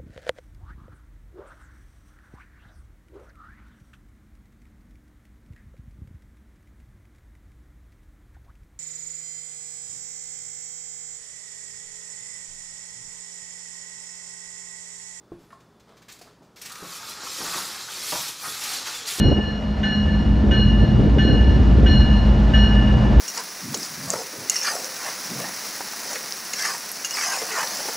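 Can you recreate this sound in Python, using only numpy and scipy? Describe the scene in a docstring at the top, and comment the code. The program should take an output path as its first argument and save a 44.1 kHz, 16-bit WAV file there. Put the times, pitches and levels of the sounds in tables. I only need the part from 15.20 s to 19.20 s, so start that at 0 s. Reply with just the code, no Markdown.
"""Over a faint appliance hum and a brief whine, fingers knock a cardboard box and pick at a roll of foil.
Then the sheet is drawn out in surges, torn off and swung down: a dense crackle of tiny buckles,
with a rattle and rustle from the wide ones. The roll bumps and slips in the box and the sheet flaps.
The close walls of a small kitchen answer; one microphone."""
import sys
import numpy as np
from scipy import signal
from scipy.fft import rfft, irfft, next_fast_len
from scipy.io import wavfile
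from scipy.ndimage import map_coordinates

SR = 44100
rng = np.random.default_rng(int(sys.argv[2]) if len(sys.argv) > 2 else 0)


def bounce(signal):
    """Save signal as a 16-bit WAV file at the path given by the first command-line argument."""
    frames = np.transpose(np.atleast_2d(signal))
    limited = np.clip(frames, -1, 1)
    pcm = np.round(limited * 32767).astype(np.int16)
    wavfile.write(sys.argv[1], SR, pcm)


N = 176400
TIME_S = np.arange(N) / SR
TOP_HZ = 15600


def amp(db):
    return 10 ** (np.asarray(db) / 20)


def unit_rms(x):
    return x / np.sqrt(np.mean(x ** 2) + 1e-20)


def curve(points):
    """Function of frequency through (f/Hz, value) points, on a log axis."""
    f, value = np.transpose(points)
    return lambda hz: np.interp(np.log(hz + 1), np.log(f + 1), value)


def resonance(centre_hz, octaves):
    """Gain in dB of one resonance, as a function of frequency."""
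    return lambda hz: -20 * np.log10(1 + (np.log2((hz + 1) / centre_hz) / octaves) ** 2)


def wobble(knots_per_s):
    """Smooth random curve."""
    return map_coordinates(rng.standard_normal(N // 20), [TIME_S * knots_per_s], mode="wrap")


def colour(x, gain_db):
    """Minimum-phase filter with response gain_db(hz)."""
    m = 2 * next_fast_len(len(x))
    cepstrum = irfft(np.log(amp(gain_db(np.fft.rfftfreq(m, 1 / SR))) + 1e-6), m)
    cepstrum[1:m // 2] *= 2
    cepstrum[m // 2 + 1:] = 0
    return irfft(rfft(x, m) * np.exp(rfft(cepstrum)), m)[:len(x)]


def shaped(x, spectrum):
    return unit_rms(colour(x, curve(spectrum)))


def add(track, start_s, sound):
    part = track[max(round(start_s * SR), 0):][:len(sound)]
    part += sound[:len(part)]


def snaps(samples, per_s, spread_db):
    """Random impulses with capped log-normal sizes."""
    strength = amp(spread_db * np.minimum(rng.standard_normal(samples), 2.5))
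    return (rng.random(samples) < per_s / SR) * strength * rng.choice([-1, 1], samples)


def flurry(length_s, gain_db, per_s, spread_db, rise_share=0.18):
    """A run of snaps that builds and dies away; energy of unit power over length_s."""
    t = np.arange(SR // 4) / SR
    swell = (1 - np.exp(-t / (rise_share * length_s))) * np.exp(-(t / length_s) ** 2 / 2)
    burst = colour(snaps(len(t), per_s, spread_db) * swell, gain_db)
    return unit_rms(burst) * np.sqrt(length_s / t[-1])


# f/Hz, level/dB
AIR_SPECTRUM = [(20, -29), (50, -3.5), (110, -5), (200, 0.5), (400, -5.5), (1300, -12.5), (2500, -26),
                (4500, -24), (15000, -39)]
HUM_LINES = [(119, -67.5), (168, -69.5), (409, -70)]

def room_tone(air_db=-58, waver_rad=0.68):
    """Soft air noise and slightly unsteady appliance lines."""
    hum = sum(amp(db) * np.sqrt(2) * np.sin(2 * np.pi * hz * TIME_S + waver_rad * wobble(10))
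              for hz, db in HUM_LINES)
    return hum + amp(air_db) * shaped(rng.standard_normal(N), AIR_SPECTRUM)


def whine(hz=3490, db=-76.5, end_s=0.65):
    """A faint steady tone that stops early on."""
    gate = np.clip((end_s - TIME_S) / .01, 0, 1)
    return amp(db) * np.sin(2 * np.pi * hz * TIME_S) * gate


# f/Hz, level/dB, t60/s
BOX_MODES = [(177.7, -3, 0.15), (339, -0.5, 0.11), (394, 0, 0.045), (683, -4.5, 0.057), (1083, 1.5, 0.047),
             (1340, -5, 0.025)]
# t/s, level/dB, centre of struck range f/Hz
BOX_KNOCKS = [(0.1188, -30.5, 373), (0.328, -35.5, 1290), (1.623, -33.5, 140), (3.985, -30.5, 490)]

def knocks(attack_s=0.00056, octaves=1.2):
    """Fingers and roll knock the hollow box; each knock favours its own range of modes."""
    out, t = np.zeros(N), np.arange(SR // 2) / SR
    for s, knock_db, centre_hz in BOX_KNOCKS:
        ring = np.zeros(len(t))
        for hz, db, t60 in BOX_MODES:
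            weight = np.exp(-(np.log2(hz / centre_hz) / octaves) ** 2)
            ring += weight * amp(db - 60 * t / t60) * np.sin(2 * np.pi * hz * t)
        add(out, s, amp(knock_db) * ring * (1 - np.exp(-t / attack_s)))
    return out


# t/s, f/Hz
SQUEAK_PITCH = [(.145, 9200), (.185, 11100), (.235, 12200), (0.328, 10000), (.38, 9700)]

def squeak(db=-73, roughness=.007, lower_ratio=0.91, lower_db=-3):
    """Two thin high partials arch up and down together."""
    s, hz = np.transpose(SQUEAK_PITCH)
    pitch_hz = np.interp(TIME_S, s, hz) * (1 + roughness * wobble(580))
    phase = 2 * np.pi * np.cumsum(pitch_hz) / SR
    progress = np.clip((TIME_S - s[0]) / (s[-1] - s[0]), 0, 1)
    swell = np.sqrt(np.abs(np.sin(np.pi * progress)))
    return amp(db) * swell * (np.sin(phase) + amp(lower_db) * np.sin(lower_ratio * phase))


# t/s, level/dB, length/s
FOIL_CRUMPLES = [(0.181, -63.5, 0.061), (0.32, -58.5, 0.014), (0.401, -59, 0.013), (0.596, -56.5, 0.012),
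                 (0.767, -55.5, 0.016), (0.818, -53, 0.013), (0.882, -43, 0.023), (1.01, -50.5, 0.02),
                 (1.22, -62.5, 0.029), (1.358, -47.5, 0.025), (1.41, -43, 0.028), (1.448, -40, 0.024),
                 (1.496, -38.5, 0.0078), (1.555, -36.5, 0.005), (1.654, -43.5, 0.01), (3.406, -32, 0.032),
                 (3.655, -30.5, 0.024), (3.864, -34.5, 0.056)]
# f/Hz, level/dB
CRUMPLE_SPECTRUM = [(150, -21), (500, -6.5), (1300, 1.5), (2400, 3), (2900, 0.5), (4300, 2), (7500, -1.5),
                    (9000, -10.5), (15000, -12)]

def crumples():
    """The foil crumples under the fingers."""
    out = np.zeros(N)
    for s, db, length_s in FOIL_CRUMPLES:
        add(out, s, amp(db) * flurry(length_s, curve(CRUMPLE_SPECTRUM), per_s=5000, spread_db=1.5))
    return out


# t/s, level/dB, f/Hz
PATCH_POPS = [(0.304, -49.5, 1480), (1.012, -44, 520), (2.212, -32.5, 990), (2.378, -30, 930),
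              (2.922, -23.5, 790), (2.952, -30.5, 1030)]

def pops(length_s=0.0073, octaves=0.43):
    """A wide patch of foil or card pops through."""
    out = np.zeros(N)
    for s, db, hz in PATCH_POPS:
        add(out, s, amp(db) * flurry(length_s, resonance(hz, octaves), per_s=3100, spread_db=3))
    return out


# t/s, level/dB, length/s
BOX_SCRAPES = [(0.67, -54.5, 0.071), (1.064, -53, 0.032)]
# f/Hz, level/dB
SCRAPE_SPECTRUM = [(100, -8), (300, -6), (520, 4), (800, -7), (1300, -3.5), (2500, -20), (3400, -13),
                   (14000, -36)]

def scrapes():
    """The box slides under the hands."""
    out = np.zeros(N)
    for s, db, length_s in BOX_SCRAPES:
        add(out, s, amp(db) * flurry(length_s, curve(SCRAPE_SPECTRUM), per_s=2900, spread_db=5))
    return out


# t/s, level/dB
CREASE_TICKS = [(0.92, -42.5), (.989, -51), (1.013, -48), (1.03, -66), (1.415, -35.5), (1.457, -35.5),
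                (1.518, -36), (1.759, -38.5), (1.894, -39), (2.383, -45), (2.862, -32), (3.082, -32.5),
                (3.436, -29.5), (3.564, -40), (3.876, -36.5)]
# f/Hz, level/dB
CREASE_SPECTRUM = [(1000, -18.5), (4300, -0.5), (7500, -1), (15000, -8.5)]

def creases(length_s=0.0085):
    """A crease snaps over with a bright tick."""
    out = np.zeros(N)
    for s, db in CREASE_TICKS:
        add(out, s, amp(db) * flurry(length_s, curve(CREASE_SPECTRUM), per_s=8000, spread_db=2))
    return out


# t/s, level/dB, length/s
ROLL_BUMPS = [(1.2, -51.5, 0.026), (1.621, -40, 0.02), (2.024, -44, 0.023), (2.196, -38.5, 0.039),
              (2.345, -37.5, 0.028), (2.923, -33.5, 0.021), (3.27, -40.5, 0.011)]
# f/Hz, level/dB
BUMP_SPECTRUM = [(20, -43), (45, -17), (90, -11.5), (165, 3), (240, 0.5), (350, 1), (550, -4.5),
                 (900, -6.5), (1500, -17), (4000, -69)]

def bumps():
    """The roll bumps in the box and the sheet flaps."""
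    out = np.zeros(N)
    for s, db, length_s in ROLL_BUMPS:
        add(out, s, amp(db) * flurry(length_s, curve(BUMP_SPECTRUM), per_s=1100, spread_db=3))
    return out


def tinkles(count=2000, centre_hz=6800, octaves=0.689, ring_s=0.0034, spread_db=0.2):
    """Single facets of foil snap over, each ringing briefly at its own pitch."""
    pitch, size = rng.standard_normal((count, 2)).T[:, :, None]
    start = rng.integers(0, N, (count, 1))
    k = np.arange(SR // 100)
    hz = np.clip(centre_hz * 2 ** (octaves * pitch), 1000, TOP_HZ)
    grains = amp(spread_db * size) * np.exp(-k / SR / ring_s) * np.sin(2 * np.pi * hz * k / SR)
    return unit_rms(np.bincount((start + k).ravel(), grains.ravel(), N)[:N])


def surges(s, db, start_s=1.36, rise_db_per_s=43):
    """Envelope of the sheet: it gathers speed, then follows the given levels."""
    run_up_db = rise_db_per_s * np.maximum(s[0] - TIME_S, 0)
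    return amp(np.interp(TIME_S, s, db) - run_up_db) * (TIME_S > start_s)


# Drawn out, then torn off and swung down: t/s, crackle level/dB, fizz level/dB
PULL_LEVELS = [(1.58, -49.5, -52.5), (1.69, -43, -48), (1.755, -37.5, -43.5), (1.796, -44, -53),
               (1.896, -37, -42.5), (1.96, -44, -63), (2.06, -36, -44), (2.394, -31, -36),
               (2.416, -35.5, -41), (2.69, -39.5, -48.5), (2.716, -35, -41.5), (2.814, -35, -42),
               (2.9, -30.5, -33), (3.094, -34.5, -39.5), (3.13, -45, -54), (3.18, -42, -50)]
SWING_LEVELS = [(3.2, -38.5, -41), (3.27, -35, -36.5), (3.39, -35.5, -43.5), (3.53, -29.5, -35),
                (3.63, -37.5, -50.5), (3.762, -33, -41), (3.845, -41.5, -63), (3.88, -28, -34.5),
                (3.97, -36, -41), (4.0, -25, -36)]
# Rattle and rustle: t/s, level/dB
WIDE_LEVELS = [(1.44, -62), (1.6, -48.5), (2.17, -43.5), (2.2, -36), (2.4, -42.5), (2.66, -46), (2.92, -41),
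               (3.06, -44.5), (3.19, -53.5), (3.25, -40), (3.37, -47.5), (3.5, -41), (3.96, -45)]
# f/Hz, level/dB
CRACKLE_SPECTRUM = [(1200, -42.5), (1800, -8.5), (2500, -2), (2900, -5.5), (3400, -1.5), (4100, -0.5),
                    (5500, -1.5), (7500, -5), (8500, -14), (11000, -20), (16000, -60)]
FIZZ_SPECTRUM = [(4000, -48), (7500, -7), (9000, -2), (11000, 0), (13500, -2), (15500, -7.5)]
RATTLE_SPECTRUM = [(300, -37), (620, -11), (850, -0.5), (1000, -4), (1250, 2), (1600, -2.5), (2100, -7.5),
                   (3500, -32.5)]
RUSTLE_SPECTRUM = [(20, -41), (45, -13), (90, -5.5), (170, -3.5), (340, 3.5), (550, 4), (900, -21.5),
                   (2000, -27)]

def sheet(chatter_db=3, tinkle_db=-5, sparkle_db=1):
    """The moving sheet buckles: small buckles crackle, tinkle and fizz, wide ones rattle and rustle."""
    s, crackle_db, fizz_db = np.vstack([PULL_LEVELS, SWING_LEVELS]).T
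    wide_envelope = surges(*np.transpose(WIDE_LEVELS))
    small = unit_rms(snaps(N, per_s=6000, spread_db=-1)) + amp(tinkle_db) * tinkles()
    wide = amp(chatter_db * wobble(35)) * snaps(N, per_s=1300, spread_db=0)
    slack = snaps(N, per_s=700, spread_db=5.5)
    crackle = surges(s, crackle_db) * shaped(small, CRACKLE_SPECTRUM)
    fizz = surges(s, fizz_db) * amp(sparkle_db * wobble(45)) * shaped(small, FIZZ_SPECTRUM)
    rattle = wide_envelope * shaped(wide, RATTLE_SPECTRUM)
    rustle = wide_envelope * shaped(slack, RUSTLE_SPECTRUM)
    return amp(-0.5) * (crackle + fizz) + amp(1) * rattle + amp(-9) * rustle


# t/s, level/dB
ROLL_SLIPS = [(1.503, -41), (1.557, -43.5), (1.641, -42), (1.716, -42.5), (1.752, -45), (1.826, -41),
              (1.877, -41), (2.061, -34.5), (2.33, -33), (2.839, -41), (3.087, -41.5)]

def slips(hz=1190, octaves=0.18, length_s=0.013):
    """The roll catches and slips against the box."""
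    out = np.zeros(N)
    for s, db in ROLL_SLIPS:
        add(out, s, amp(db) * flurry(length_s, resonance(hz, octaves), per_s=980, spread_db=3))
    return out


# f/Hz, t60/s
WALL_DECAY = [(100, 0.59), (500, 0.28), (2000, 0.58), (15000, 0.35)]

def kitchen(x, wet_db, hop_s=.06, delay_s=.002):
    """Direct sound plus the walls' diffuse tail, redrawn each hop so no pitch rings on."""
    wet, hop = np.zeros(N), round(hop_s * SR)
    for start in range(0, N, hop):
        hz, t, noise = signal.stft(rng.standard_normal(SR // 3), SR, nperseg=256)
        decay = amp(-60 * t / curve(WALL_DECAY)(hz)[:, None])
        tail = signal.istft(noise * decay, SR, nperseg=256)[1]
        tail /= np.linalg.norm(tail)
        add(wet, start / SR + delay_s, signal.fftconvolve(x[start:start + hop], tail))
    return (x + amp(wet_db) * wet) / np.hypot(1, amp(wet_db))  # constant power


def scene():
    """Foil and box in the kitchen, alike in both channels."""
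    handling = squeak() + crumples() + pops() + scrapes() + creases() + bumps() + sheet() + slips()
    mono = room_tone() + whine() + kitchen(knocks(), wet_db=-5) + kitchen(handling, wet_db=-2)
    return np.array([mono, mono])


def record(dry):
    """Brick-wall low-pass at TOP_HZ."""
    m = next_fast_len(N + SR // 2)
    passband = np.fft.rfftfreq(m, 1 / SR) < TOP_HZ
    return irfft(rfft(dry, m) * passband, m)[:, :N]


dry = scene()
out = record(dry)
bounce(out)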